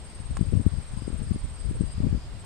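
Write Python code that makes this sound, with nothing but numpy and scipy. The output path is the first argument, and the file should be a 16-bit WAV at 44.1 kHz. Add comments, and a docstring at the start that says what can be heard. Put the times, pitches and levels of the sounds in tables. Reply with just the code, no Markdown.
"""A flower bed in a garden, heard through a microphone with a left and a right port.
Close by an insect trills, each wing stroke a short, high, arching whistle that the foliage scatters.
Farther off one insect buzzes, another throbs slowly, and a chorus sings over the garden's hiss.
Wind buffets the microphone, mostly its left port; there is one small click and a few faint ticks."""
import sys
import numpy as np
from scipy import signal
from scipy.fft import rfft, irfft
from scipy.io import wavfile
from scipy.ndimage import uniform_filter1d, map_coordinates

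SR = 44100
rng = np.random.default_rng(int(sys.argv[2]) if len(sys.argv) > 2 else 0)


def output_pcm(signal):
    """Save a mono or channel-first signal as 16-bit PCM at the path in sys.argv[1].

    Samples are clipped to [-1, 1] before scaling.
    """
    pcm = np.clip(np.atleast_2d(signal).T, -1, 1) * 32767
    wavfile.write(sys.argv[1], SR, np.round(pcm).astype(np.int16))


N = 108045
T = np.arange(N) / SR


# one wing stroke, close up (time from its middle [s], pitch [Hz], level [dB])
STROKE_ARCH = [(-.009, 8200, -26), (-.0065, 8320, -5), (-.004, 8410, -.5), (0, 8570, 0), (.002, 8620, 0),
               (.004, 8550, -.5), (.006, 8410, -1.5), (.0085, 8150, -1), (.0105, 7950, -5),
               (.012, 7850, -26)]

def wing_stroke(middle_s, level_db, shift_hz, rasp_hz=30):
    """The scraper speeds up and slows along the wing's file, so the whistle arches."""
    sounding = (T > middle_s + STROKE_ARCH[0][0]) & (T < middle_s + STROKE_ARCH[-1][0])
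    t = T[sounding] - middle_s
    rasp = unit(uniform_filter1d(rng.standard_normal(N // 8), size=16))[:len(t)]
    hz = curve(STROKE_ARCH, t) + shift_hz + rasp_hz * rasp
    envelope = amp(level_db + curve(STROKE_ARCH, t, column=2))
    whistle = np.zeros(N)
    whistle[sounding] = envelope * np.sin(2 * np.pi * np.cumsum(hz) / SR)
    return whistle


# pace of the near insect's long trill (stroke number, time [s])
TRILL_PACE = [(0, -.004), (9, .464), (21, 1.075), (26, 1.334), (28, 1.44), (33, 1.697), (37, 1.913)]
# its strokes after a pause (time [s], level [dB], pitch shift [Hz])
TRILL_RESTART = [(2.399, -2, -220), (2.449, -3, -100)]

def trill(spread_db=1.04, spread_hz=15):
    """The insect close to the microphone: about nineteen wing strokes a second, no two alike."""
    times = curve(TRILL_PACE, np.arange(TRILL_PACE[-1][0] + 1))
    unevenness = rng.standard_normal((len(times), 2)) * [spread_db, spread_hz]
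    strokes = [(s, db, hz) for s, (db, hz) in zip(times, unevenness)]
    return amp(-47) * sum(wing_stroke(*row) for row in strokes + TRILL_RESTART)


def foliage(song, t60_s=.22, delay_s=.012):
    """Leaves scatter the song into a dense, dying cloud of reflections, different at each port."""
    t = T[:SR // 2]
    cloud = rng.standard_normal((2, len(t))) * amp(-60 * t / t60_s) * (t > delay_s)
    scattered = signal.fftconvolve(song[None], cloud, axes=1)[:, :N]
    return np.array([unit(side) * song.std() for side in scattered])


# the trill's paths as the microphone turns
# (time [s], direct left [dB], direct right [dB], echo left [dB], echo right [dB])
PATH_LEVELS = [(0, 1.5, -14, -2, -3), (.35, 6, -24, -7, 3), (.65, 2.5, -11, -1, -6), (1, 2.5, -22, 1, -3.5),
               (1.4, 3, -19, -4, 3), (1.8, 1, -25, 0, 3), (2.4, 4, -15, -2, 0)]
# reflections from close by (delay [s], level [dB], port [0 left, 1 right])
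NEAR_ECHOES = [(.0145, -1, 0), (.0175, -9, 0), (.009, -4, 1), (.0145, -3, 1), (.017, -9, 1)]

def flower_bed(song, sway_s=.000288):
    """The song reaches the microphone directly, by a few swaying echoes and through the foliage."""
    gains = amp([curve(PATH_LEVELS, column=k) for k in (1, 2, 3, 4)])
    echoes = np.zeros((2, N))
    for delay_s, db, port in NEAR_ECHOES:
        echoes[port] += amp(db) * delayed(song, delay_s + sway_s * wander(per_s=1.22)[0])
    turn = np.pi * T / T[-1]  # the reflections change as the microphone moves
    scatter = np.cos(turn) * foliage(song) + np.sin(turn) * foliage(song)
    return gains[:2] * song + gains[2:] * echoes + amp(-10) * scatter


# an insect farther off, which drops away briefly and returns lower (time [s], level [dB], pitch [Hz])
BUZZ_COURSE = [(0, -66, 7450), (.05, -65, 7540), (.1, -80, 7400), (.3, -81, 7170), (.335, -67.5, 7250),
               (.7, -67, 7480), (2, -65, 7470), (2.45, -70, 7500)]

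def buzz(beat_hz=96, beat_depth=.45, spread_hz=75):
    """A far whistle chopped by fast wing beats, its pitch unsteady from beat to beat."""
    beats = 1 + beat_depth * np.cos(2 * np.pi * beat_hz * T)
    hz = curve(BUZZ_COURSE, column=2) + spread_hz * wander(beat_hz)
    whistle = unit(np.sin(2 * np.pi * np.cumsum(hz, axis=1) / SR))
    blur = amp(-9) * band(np.median(hz), width_hz=130)
    return amp(curve(BUZZ_COURSE)) * unit(beats * whistle + blur)


# a third insect, far off to the left (time [s], level [dB])
THROB_PEAKS = [(.14, -59.5), (.43, -61), (.76, -60), (1.03, -57.5), (1.33, -58), (1.62, -58.5),
               (1.94, -56.5), (2.2, -58)]

def throb(width_s=.06):
    """Slow swells of an insect's note, blurred by distance."""
    swells = sum(amp(db) * np.exp(-.5 * ((T - s) / width_s) ** 2) for s, db in THROB_PEAKS)
    return pan(swells * band(hz=4880, width_hz=210), right_db=-5)


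# colour of the far chorus and the trill's lingering scatter (frequency [Hz], relative level [dB])
HIGH_BAND_COLOUR = [(7600, -38), (8000, 4.5), (8300, 6.5), (8600, 8), (8900, -3.5), (9300, -34),
                    (10500, -50)]
# the two together (time [s], level [dB])
HIGH_BAND_LEVEL = [(0, -59), (1.8, -57), (2.05, -60), (2.45, -61)]

def chorus_and_scatter():
    """A high band of far insects and the trill's lingering scatter, fainter once the trill pauses."""
    return pan(amp(curve(HIGH_BAND_LEVEL)) * tinted(HIGH_BAND_COLOUR), right_db=1.5)


# wind on each port of the microphone (time [s], level [dB])
LEFT_PORT_WIND = [(0, -37), (.14, -41), (.28, -27.5), (.42, -27), (.56, -29), (.68, -31), (.8, -30.5),
                  (.88, -35.5), (.96, -29.5), (1.06, -32.5), (1.14, -30), (1.26, -27.5), (1.35, -33.5),
                  (1.5, -37.5), (1.62, -28.5), (1.72, -26.5), (1.84, -27), (1.92, -35), (2.04, -27.5),
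                  (2.16, -26), (2.23, -42.5), (2.33, -30), (2.45, -37)]
RIGHT_PORT_WIND = [(0, -42), (.27, -44), (.345, -28.5), (.41, -51), (.49, -35.5), (.62, -47.5), (.9, -39.5),
                   (1.15, -50), (1.4, -33.5), (1.445, -24.5), (1.5, -42.5), (1.68, -42.5), (1.75, -31),
                   (1.88, -47), (2.02, -34), (2.08, -28), (2.22, -40.5), (2.45, -40)]
# steady wind's rumble and the extra body of strong gusts (frequency [Hz], relative level [dB])
RUMBLE_COLOUR = [(8, -9), (25, 4.5), (70, 6.5), (120, -2.5), (200, -16), (320, -28), (600, -70),
                 (1500, -82), (6000, -120)]
GUST_COLOUR = [(30, -5.5), (130, 10.5), (250, -5), (400, -14), (600, -16.5), (1000, -53), (2000, -88),
               (6000, -120)]

def wind(flutter_db=2.5, gust_growth=2.63):
    """Air buffets each port with a fluttering rumble that brightens in gusts."""
    rumble_db = np.array([curve(LEFT_PORT_WIND), curve(RIGHT_PORT_WIND)])
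    rumble_db += flutter_db * wander(per_s=18.6)
    gust_db = -44.5 + gust_growth * (rumble_db + 31)  # the body grows faster than the rumble
    return amp(rumble_db) * tinted(RUMBLE_COLOUR) + amp(gust_db) * tinted(GUST_COLOUR)


# eddies right on the left port (time [s], peak level [dB], pitch [Hz])
EDDY_HITS = [(.204, -24, 140), (.26, -22, 80), (.311, -15, 130), (.394, -18, 190), (.4125, -6, 170),
             (.428, -12, 130), (.484, -18, 80), (.525, -15, 230), (.533, -13, 290), (.539, -7, 130),
             (.554, -10, 155), (.574, -8, 130), (.598, -13, 190), (.604, -14, 160), (.615, -17, 190),
             (.666, -2, 175), (.676, -8, 95), (.738, -15, 110), (.788, -15, 110), (.938, -18, 105),
             (.974, -19, 145), (1.022, -21, 220), (1.08, -14, 280), (1.104, -20, 220), (1.13, -21, 220),
             (1.145, -19, 160), (1.22, -16, 145), (1.311, -11, 160), (1.318, -9, 150), (1.347, -18, 150),
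             (1.361, -15, 210), (1.713, -14, 205), (1.81, -6.5, 180), (1.819, -16, 240), (1.838, -15, 175),
             (1.982, -15, 130), (2.005, -11, 175), (2.038, -15, 230), (2.046, -7, 150), (2.069, -10, 180),
             (2.129, -10, 170), (2.149, -9, 140), (2.177, -19, 160)]

def eddies(wake_db=-24.5, wake_s=.009):
    """Each eddy hits the port as a smooth thump wrapped in churning air."""
    thumps, wake_power = np.zeros((2, 2, N))
    for s, db, hz in EDDY_HITS:
        phase = np.exp(2j * np.pi * rng.random())
        pulse = phase / (1 - 2j * np.pi * hz * (T - s) / 3) ** 3  # about one swing of pressure
        thumps[0] += amp(db) * pulse.real
        wake_power[0] += amp(db + wake_db) ** 2 * np.exp(-((T - s) / wake_s) ** 2)
    return thumps + np.sqrt(wake_power) * tinted(GUST_COLOUR)


# the click's two contacts, near the centre (time [s], level [dB])
CLICK_CONTACTS = [(.3692, -38), (.3703, -29.5)]
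# their colour (frequency [Hz], relative level [dB])
CONTACT_COLOUR = [(300, -14), (600, -8), (820, -2), (1300, 3), (2000, -7), (3800, -17), (5500, -13),
                  (6300, -19), (7300, -5), (8600, -10), (10400, -27), (15000, -39)]
# the modes it rings (frequency [Hz], level [dB], time to fall 60 dB [s])
RINGING_MODES = [(810, -41, .05), (1090, -31, .028), (1340, -37, .025)]

def click(rise_s=.0003, decay_s=.0015, tail_db=-26, tail_s=.01):
    """A small, dry double contact with a short tail; the first touch sets three low modes ringing."""
    envelope = np.zeros(N)
    for s, db in CLICK_CONTACTS:
        t = np.maximum(T - s, 0)
        fade = np.exp(-t / decay_s) + amp(tail_db) * np.exp(-t / tail_s)
        envelope += amp(db) * np.minimum(t / rise_s, 1) * fade
    t = np.maximum(T - CLICK_CONTACTS[0][0], 0)
    ring = sum(amp(db - 60 * t / t60) * np.sin(2 * np.pi * hz * t) for hz, db, t60 in RINGING_MODES)
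    burst = tinted(CONTACT_COLOUR)
    burst = unit(burst + .24 * burst[::-1])  # partly shared by the two ports
    return pan(envelope * burst + ring, right_db=-1)


# ticks, faint at both ports (time [s], level [dB])
FAINT_TICKS = [(.2574, -64), (.5135, -59), (.817, -57), (1.5175, -62), (1.771, -56)]

def ticks(rise_s=.0006, decay_s=.002):
    """A few high, dry ticks, each a tiny burst of noise."""
    envelope = np.zeros(N)
    for s, db in FAINT_TICKS:
        t = np.maximum(T - s, 0)
        envelope += amp(db) * np.minimum(t / rise_s, 1) * np.exp(-t / decay_s)
    return envelope * band(hz=9300, width_hz=2000)


# the garden's distant hiss (frequency [Hz], relative level [dB])
HISS_COLOUR = [(30, 10.5), (150, 12.5), (300, 4.5), (550, 2), (850, 0), (1050, 0.5), (1500, -3), (2500, -5),
               (4200, -7), (5500, -9), (6600, -13), (8800, -15), (10000, -23.5), (12500, -29), (15500, -40)]
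# its likeness at the two ports (frequency [Hz], correlation [0-1])
HISS_LIKENESS = [(100, 0.6), (600, 0.77), (1200, 0.47), (2500, 0.16), (5000, 0.06), (14000, 0.2)]

def garden_hiss(level_db=-48.5, patch_db=.93):
    """Distant hiss with faint drifting patches, more alike at the two ports in the bass."""
    frames = dict(nperseg=1024, noverlap=768)
    hz, _, (left, unrelated) = signal.stft(rng.standard_normal((2, N)), SR, **frames)
    likeness = spectrum(HISS_LIKENESS, hz)[:, None]
    right = likeness * left + np.sqrt(1 - likeness ** 2) * unrelated
    patches = uniform_filter1d(rng.standard_normal(left.shape), size=10, axis=0)  # smooth in frequency
    patches = unit(uniform_filter1d(patches, size=14, axis=1))  # and in time
    colour = amp(spectrum(HISS_COLOUR, hz)[:, None] + patch_db * patches)
    hiss = signal.istft(np.array([left, right]) * colour, **frames)[1][:, :N]
    return pan(amp(level_db) * unit(hiss), right_db=.7)


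def amp(db):
    """Decibels to gain."""
    return 10 ** (np.asarray(db) / 20)


def unit(x):
    """Scales to rms 1."""
    return x / np.sqrt(np.mean(x ** 2) + 1e-20)


def curve(rows, t=T, column=1):
    """Joins the rows of a table by straight lines."""
    rows = np.array(rows, float)
    return np.interp(t, rows[:, 0], rows[:, column])


def spectrum(rows, hz):
    """Reads a table on a log-frequency axis."""
    f, value = np.transpose(rows)
    return np.interp(np.log(hz + 1), np.log(f + 1), value)


def noise(colour):
    """Two unrelated noises shaped by the gain colour(hz), at rms 1."""
    white = rfft(rng.standard_normal((2, N)))
    return unit(irfft(white * colour(np.fft.rfftfreq(N, 1 / SR)), N))


def tinted(rows):
    """Noise with a tabled spectrum."""
    return noise(lambda hz: amp(spectrum(rows, hz)))


def band(hz, width_hz):
    """Noise in one resonance."""
    return noise(lambda f: 1 / (1 + ((f - hz) / width_hz) ** 2))


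def wander(per_s):
    """Two smooth random curves of rms 1."""
    return noise(lambda f: np.exp(-(f / per_s) ** 2))


def delayed(x, delay_s):
    """Delays a sound by a steady or moving time."""
    return map_coordinates(x, [(T - delay_s) * SR], order=3)


def pan(x, right_db):
    """Sets the right channel's level against the left."""
    return x * amp([[0], [right_db]])


def scene():
    """The garden at the microphone's two ports."""
    insects = flower_bed(trill()) + buzz() + throb() + chorus_and_scatter()
    return insects + garden_hiss() + wind() + eddies() + click() + ticks()


# narrow dips in the microphone's response (frequency [Hz], width [Hz])
MICROPHONE_DIPS = [(5900, 280), (7835, 390)]
BAND_LIMIT_HZ = 15720

def record(dry):
    """The microphone: two narrow dips in the treble, then the band limit."""
    for hz, width_hz in MICROPHONE_DIPS:
        dry = signal.lfilter(*signal.iirnotch(hz, hz / width_hz, SR), dry)
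    lowpass = signal.firwin(511, BAND_LIMIT_HZ, window=("kaiser", 9), fs=SR)
    return signal.oaconvolve(dry, lowpass[None], "same")


dry = scene()
out = record(dry)
output_pcm(out)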